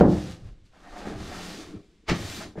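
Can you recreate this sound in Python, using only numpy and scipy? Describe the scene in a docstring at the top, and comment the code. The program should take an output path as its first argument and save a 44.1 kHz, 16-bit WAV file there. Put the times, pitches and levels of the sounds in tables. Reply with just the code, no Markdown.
"""A small wooden shack, where a broom sweeps wood shavings over a plywood floor in three strokes.
Bristle tips hiss, shavings crackle, and tufts scrape on the grain and set the broom head ringing.
The head knocks on the boards and the hollow floor drums along; before the last stroke the bristles
slap down. Bare walls ring briefly after the brushing, over low thuds and a faint draught.
Below the top treble, the image starts nearly mono and opens out during the second stroke."""
import sys
import numpy as np
from scipy import signal
from scipy.fft import rfft, irfft
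from scipy.io import wavfile

SR = 44100
rng = np.random.default_rng(int(sys.argv[2]) if len(sys.argv) > 2 else 0)


def digitize_waveform(pressure):
    """Quantize a signal to 16-bit integers and store it at the path in sys.argv[1].

    Rows of a 2-D input are taken as channels; values are limited to [-1, 1].
    """
    field = np.atleast_2d(pressure).T
    bounded = np.clip(field, -1, 1)
    quanta = np.round(bounded * 32767).astype(np.int16)
    wavfile.write(sys.argv[1], SR, quanta)


N = 114660
TIME = np.arange(N) / SR
CATCHES_PER_S, CATCH_SPREAD_DB = 4000, 2.5  # tufts snagging on the grain

# drag of the broom, one curve per stroke (time [s], scrape level [dB], floor drumming level [dB])
DRAG = [
    [(0.27, -49, -40.5), (0.326, -55, -47), (0.406, -68.5, -53), (0.49, -57, -56), (0.586, -102, -63),
     (0.592, -90, -63), (0.656, -93, -67), (0.66, -81.5, -68), (0.716, -100, -83), (0.72, -74, -80)],
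    [(0.72, -69, -75), (0.748, -55.5, -63), (0.852, -59.5, -51.5), (0.962, -46.5, -46.5),
     (1.092, -44, -36.5), (1.172, -44.5, -38.5), (1.464, -44, -40), (1.766, -55, -44.5),
     (1.82, -69.5, -52.5), (2.02, -102, -67.5)],
    [(2.2, -49, -33), (2.212, -61, -37), (2.228, -43.5, -35.5), (2.248, -53, -38), (2.254, -47, -41.5),
     (2.322, -46.5, -43.5), (2.394, -56, -37.5), (2.414, -38.5, -42), (2.46, -51, -42), (2.54, -83, -53)],
]


def amp(db):
    """Decibels to gain."""
    return 10 ** (np.asarray(db) / 20)


def unit(x):
    """Scales to rms 1."""
    return x / np.sqrt(np.mean(x ** 2) + 1e-20)


def read(points, hz):
    """Reads a table on a log-frequency axis."""
    f, value = np.transpose(points)
    return np.interp(np.log(hz + 1), np.log(f), value)


def colour(x, eq):
    """Applies an EQ curve (frequency [Hz], gain [dB])."""
    size = 2 * len(x)
    hz = np.fft.rfftfreq(size, 1 / SR)
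    return irfft(rfft(x, size) * amp(read(eq, hz)))[:len(x)]


def add(mix, start, sound):
    """Mixes a sound in at a start time in seconds."""
    part = mix[max(round(start * SR), 0):][:len(sound)]
    part += sound[:len(part)]


def noise(eq):
    """Coloured noise at rms 1."""
    return unit(colour(rng.standard_normal(N), eq))


def grains(per_s, spread_db):
    """A steady shower of tiny clicks, their sizes scattered by spread_db."""
    size = amp(spread_db * np.minimum(rng.exponential(1, N), 5))
    return size * rng.choice([-1, 1], N) * (rng.random(N) < per_s / SR)


def swells(events):
    """One envelope for all events: each rises in a straight line, then falls exponentially."""
    gain = np.zeros(N)
    for start, db, rise, t60 in events:
        t = TIME - start
        gain += np.clip(t / rise, 0, 1) * amp(db - 60 * np.maximum(t - rise, 0) / t60)
    return gain


def stroke_gain(curves, column, fade_db_per_s=702.5):
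    """Joins one level column of all strokes; each fades quickly outside its span."""
    power = np.zeros(N)
    for curve in map(np.array, curves):
        outside_s = abs(TIME - np.clip(TIME, curve[0, 0], curve[-1, 0]))
        db = np.interp(TIME, curve[:, 0], curve[:, column])
        power += amp(db - fade_db_per_s * outside_s) ** 2
    return np.sqrt(power)


def tail(t60, eq):
    """A dense noise tail of energy 1; each band dies as t60 says (frequency [Hz], T60 [s])."""
    white = irfft(np.exp(2j * np.pi * rng.random(SR // 2 + 1)))
    hz, t, bands = signal.stft(colour(white, eq), SR, nperseg=256)
    decay = amp(-60 * t / read(t60, hz)[:, None])
    wash = signal.istft(bands * decay, SR)[1]
    return wash / np.linalg.norm(wash)


def shack(x):
    """Adds the short ring of bare wooden walls."""
    # decay of the walls' ring (frequency [Hz], T60 [s])
    room_t60 = [(100, 1), (1000, .3), (4000, .25), (14000, 0.05)]
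    walls = tail(room_t60, eq=[(100, 1), (14000, -3.1)])
    return x + amp(-13) * signal.fftconvolve(x, walls)[:N]


def spread(x):
    """The image is always wide in the top treble; lower down it is nearly mono, widening after 1.1 s."""
    # side against mid, for the opening image and the ever-wide top (frequency [Hz], gain [dB])
    width = [(60, -35.5), (170, -25.5), (350, -25.5), (700, -10), (1400, -12.5), (2800, -11), (5500, -8.5),
             (9000, -4.5), (14000, -9.5)]
    top_width = [(7000, -64.5), (10000, -18.5), (12000, -3), (15000, -5)]
    # left against right, for the same two (frequency [Hz], balance [dB])
    lean = [(100, 0), (500, 1), (1500, 1), (6000, .9), (9500, 1.9), (13500, 1.5)]
    top_lean = [(10000, 0), (12500, -2.8)]
    # the image opening out (time [s], share of full width [0-1])
    opening = [(0.0, 0.0026), (1.12, 0.005), (1.35, 0.23), (1.65, .5), (1.9, 0.68), (2.3, 0.84)]
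    decorrelator = tail(t60=[(100, .08), (14000, .06)], eq=[(100, 0.0063), (14000, 0.0088)])
    side = signal.fftconvolve(x, decorrelator)[:N]
    share = np.interp(TIME, *np.transpose(opening))
    channels = []
    for sign in (1, -1):
        wide = x + sign * colour(side, width)
        wide = colour(wide, [(hz, sign * db / 2) for hz, db in lean])
        heard = x + share * (wide - x) + sign * colour(side, top_width)
        channels.append(colour(heard, [(hz, sign * db / 2) for hz, db in top_lean]))
    return np.array(channels)


def still_air():
    """A faint, dark bed of room tone."""
    # tone of the still air (frequency [Hz], gain [dB])
    air_eq = [(20, -3), (55, -2), (110, -16), (200, -14), (700, -32), (3000, -30.5), (8000, -41),
              (15000, -68.5)]
    return amp(-61.5) * noise(air_eq)


def draught():
    """Air stirred by the swing of the broom rumbles faintly at the microphone."""
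    # puffs of air (time [s], level [dB], rise [s], T60 [s])
    puffs = [(0.4, -43, 0.046, 0.97), (0.85, -45, 0.1, .7)]
    # their sub-bass tone (frequency [Hz], gain [dB])
    puff_eq = [(15, 0), (27, 5), (50, 2), (65, -14), (100, -21), (300, -69), (3000, -100)]
    return noise(puff_eq) * swells(puffs)


def thuds():
    """The floor gives soft, low thuds as weight shifts on it."""
    # shifts of weight (time [s], level [dB], rise [s], T60 [s])
    shifts = [(0.3, -39, 0.0086, 0.22), (0.418, -40, 0.036, 0.39), (0.609, -55, .02, 0.24),
              (1.138, -36, 0.031, 0.77), (1.61, -47, .02, 0.14), (1.74, -43, 0.023, .15),
              (2.198, -37.5, 0.01, 0.82), (2.442, -45, 0.021, 0.1)]
    # their bassy tone (frequency [Hz], gain [dB])
    thud_eq = [(20, -15), (50, -9), (85, 4), (115, 0), (170, -16.5), (300, -36), (1000, -109), (8000, -100)]
    return noise(thud_eq) * swells(shifts)


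def floor_ring():
    """The plywood rings after one tap, each mode at a random phase."""
    # modes of the floor (frequency [Hz], level [dB], T60 [s])
    modes = [(77.95, -8, .6), (95.1, -13.5, 0.3), (175.5, 0, 0.41), (199.6, -2, .35), (230, -14, .25),
             (262, -12.5, 0.51), (304.4, -5, 0.62), (347.9, -1, 0.32), (402, -14, 0.42), (454, -2, 0.18),
             (516, -15.5, 0.73), (594.4, -4.5, .33), (729, -13, 0.34), (824, -16, 0.19)]
    t = TIME[:SR]
    return sum(amp(db - 60 * t / t60) * np.sin(2 * np.pi * (hz * t + rng.random()))
               for hz, db, t60 in modes)


def drumming():
    """The dragging bristles shake the hollow floor, harder where the head judders."""
    # the head judders over the boards (time [s], level [dB], rise [s], T60 [s])
    judders = [(1.055, -36, 0.029, 0.26), (1.572, -36, 0.013, 0.19), (1.7, -37, .055, .15),
               (2.025, -57, .02, 0.08)]
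    # body of the floor and of the judder (frequency [Hz], gain [dB])
    drum_eq = [(30, 2), (90, -11), (140, -3), (180, -3), (250, -0.5), (320, -2), (430, 0), (520, -15.5),
               (680, -13.5), (900, -48), (3000, -64)]
    judder_eq = [(100, -19), (200, 1), (250, -9.5), (295, 9), (350, -6.5), (390, -23), (440, -2),
                 (520, -21), (1500, -56), (12000, -85)]
    push = unit(grains(CATCHES_PER_S, CATCH_SPREAD_DB))
    ring = unit(signal.fftconvolve(push, floor_ring())[:N])
    drum = unit(unit(colour(push, drum_eq)) + 0.97 * unit(colour(ring, drum_eq)))
    judder = unit(colour(grains(per_s=970, spread_db=2), judder_eq))
    return amp(-2) * drum * stroke_gain(DRAG, column=2) + judder * swells(judders)


def knocks(contact_s=.0003):
    """The head strikes the boards: a short clack, the floor's modes and the boom of the shack."""
    # blows of the head (time [s], level [dB], low-pass [Hz], damping by the bristles [dB/s])
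    blows = [(0.0005, -11, 900, 99.5), (0.0094, 1.5, 1620, 3), (0.05, -7.5, 530, 6), (0.082, -5, 292, -8),
             (1.072, -22, 900, 48), (2.096, -8.5, 384, 145), (2.117, -6, 290, 140), (2.556, -28.5, 900, 26),
             (2.576, -19.5, 550, 33)]
    # clack at the point of contact (frequency [Hz], level [dB], T60 [s])
    clack_modes = [(230, 0, .05), (450, 2, .03), (780, 0, .014), (1400, -1, .009)]
    # tone of the boom (frequency [Hz], gain [dB])
    boom_eq = [(30, -18), (80, 0), (130, 1.5), (200, 4.5), (250, -2), (430, -1), (680, -5), (1000, -15),
               (1700, -22), (2500, -34), (4500, -27), (12000, -26.5)]
    # decay of the boom (frequency [Hz], T60 [s])
    boom_t60 = [(60, 0.78), (200, 0.52), (500, 0.39), (1000, 0.49), (3000, .25), (12000, 0.096)]
    mix, t = np.zeros(N), TIME[:SR]
    clack = sum(amp(db - 60 * t / t60) * np.sin(2 * np.pi * hz * t) for hz, db, t60 in clack_modes)
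    clack *= amp(-9) * (1 - np.exp(-t / contact_s))
    for start, db, lowpass_hz, damping in blows:
        boards = amp(-15.5) * floor_ring()
        boom = amp(16.5) * tail(boom_t60, boom_eq)[:SR]
        blow = signal.lfilter(*signal.butter(2, lowpass_hz, fs=SR), clack + boards + boom)
        add(mix, start, amp(db - 1 - damping * t) * blow)
    return mix


def slaps(lead_db=-18.5, lead_s=0.0062):
    """A few bristles touch first, then the whole bundle lands in a burst of clicks."""
    # the bundle lands (time [s], level [dB], rise [s], T60 [s])
    landings = [(-0.006, -33.5, 0.0084, .07), (2.08, -23, 0.015, 0.21)]
    # tone of the slap (frequency [Hz], gain [dB])
    slap_eq = [(100, -3), (550, -1), (1250, 1.5), (1500, -4), (1950, 0), (3000, -6.5), (5000, -10),
               (7000, -19), (10000, -32), (15000, -43.5)]
    burst = unit(colour(grains(per_s=6400, spread_db=0), slap_eq))
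    first_touch = sum(amp(db + lead_db) * np.exp(-abs(TIME - start) / lead_s)
                      for start, db, _, _ in landings)
    return burst * (first_touch + swells(landings))


def scraping():
    """Tufts catch on the grain and let go; where they bite, the hollow head rings."""
    # midrange rasp of the scrape (frequency [Hz], gain [dB])
    scrape_eq = [(250, -39.5), (450, -4.5), (600, 1.5), (740, 1), (870, -5), (1050, -2.5), (1300, -4),
                 (1750, -9), (2400, -10.5), (5000, -24.5), (9000, -42), (15000, -72)]
    # resonances of the broom head (frequency [Hz], bandwidth [Hz], level [dB])
    head_modes = [(600, 29, -8), (718, 19, -5), (819, 110, -7.5), (962, 47, -15), (1235, 240, -13.5),
                  (1676, 270, -8)]
    # the bristles bite (time [s], level [dB], rise [s], T60 [s])
    bites = [(0.08, -43.5, .06, 0.56), (0.728, -65.5, 0.018, 0.23), (0.81, -49.5, 0.06, 0.45),
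             (0.92, -48.5, 0.058, 0.77), (1.04, -44, 0.034, 0.18), (1.27, -47.5, 0.055, 0.44),
             (2.13, -43, 0.036, .5), (2.4, -48.5, 0.016, 0.21), (2.556, -45, 0.031, .4)]
    catches = grains(CATCHES_PER_S, CATCH_SPREAD_DB)
    scrape = amp(-3) * unit(colour(catches, scrape_eq)) * stroke_gain(DRAG, column=1)
    ring = sum(amp(db) * signal.lfilter(*signal.iirpeak(hz, hz / width, SR), catches)
               for hz, width, db in head_modes)
    return scrape + unit(colour(ring, scrape_eq)) * swells(bites)


def bristles(hard_stroke_db=-42.5):
    """Thousands of tips flick over the wood, brighter when pushed hard; shavings crackle among them."""
    # envelope of the hiss, one curve per stroke (time [s], level [dB])
    strokes = [
        [(0.03, -61), (0.062, -58), (0.118, -48.5), (0.33, -51.5), (0.392, -66), (0.44, -67.5), (0.476, -66),
         (0.54, -75.5), (0.554, -87), (0.636, -87), (0.656, -68.5), (0.72, -83)],
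        [(0.72, -79.5), (0.742, -71), (0.956, -57), (0.986, -51), (1.042, -56), (1.086, -50), (1.148, -58.5),
         (1.204, -51), (1.456, -44.5), (1.622, -49), (1.808, -71.5), (2.05, -81.5)],
        [(2.15, -45), (2.368, -41.5), (2.436, -46), (2.556, -74), (2.6, -59)],
    ]
    # tone of the hiss and crackle, and of the sizzle on top (frequency [Hz], gain [dB])
    hiss_eq = [(300, -24), (1200, -1), (2300, -1), (4200, 0), (7300, -6), (10500, -15.5), (12500, -21.5),
               (15500, -30)]
    sizzle_eq = [(5000, -43), (9000, -13.5), (11000, -0.5), (12800, 2), (15500, -6)]
    level = stroke_gain(strokes, column=1)
    hiss = amp(0.5) * unit(colour(grains(per_s=14000, spread_db=2), hiss_eq))
    shavings = amp(-10.5) * unit(colour(grains(per_s=650, spread_db=5), hiss_eq))
    sizzle = amp(-60) * unit(colour(grains(per_s=14000, spread_db=2), sizzle_eq))
    hardness = (level / amp(hard_stroke_db)) ** 2.5  # the top treble grows faster than the hiss
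    return (hiss + shavings) * level + sizzle * hardness


def scene():
    """The brushing with its wall reflections, over floor and air, spread to stereo."""
    air = still_air()
    brushing = shack(bristles() + scraping() + slaps())
    return spread(brushing + drumming() + knocks() + thuds() + draught() + air)


def record(dry, cutoff_hz=15650):
    """A steep low-pass trims the very top."""
    lowpass = signal.firwin(511, cutoff_hz, window=("kaiser", 9), fs=SR)
    return signal.oaconvolve(dry, lowpass[None], "same")


dry = scene()
out = record(dry)
digitize_waveform(out)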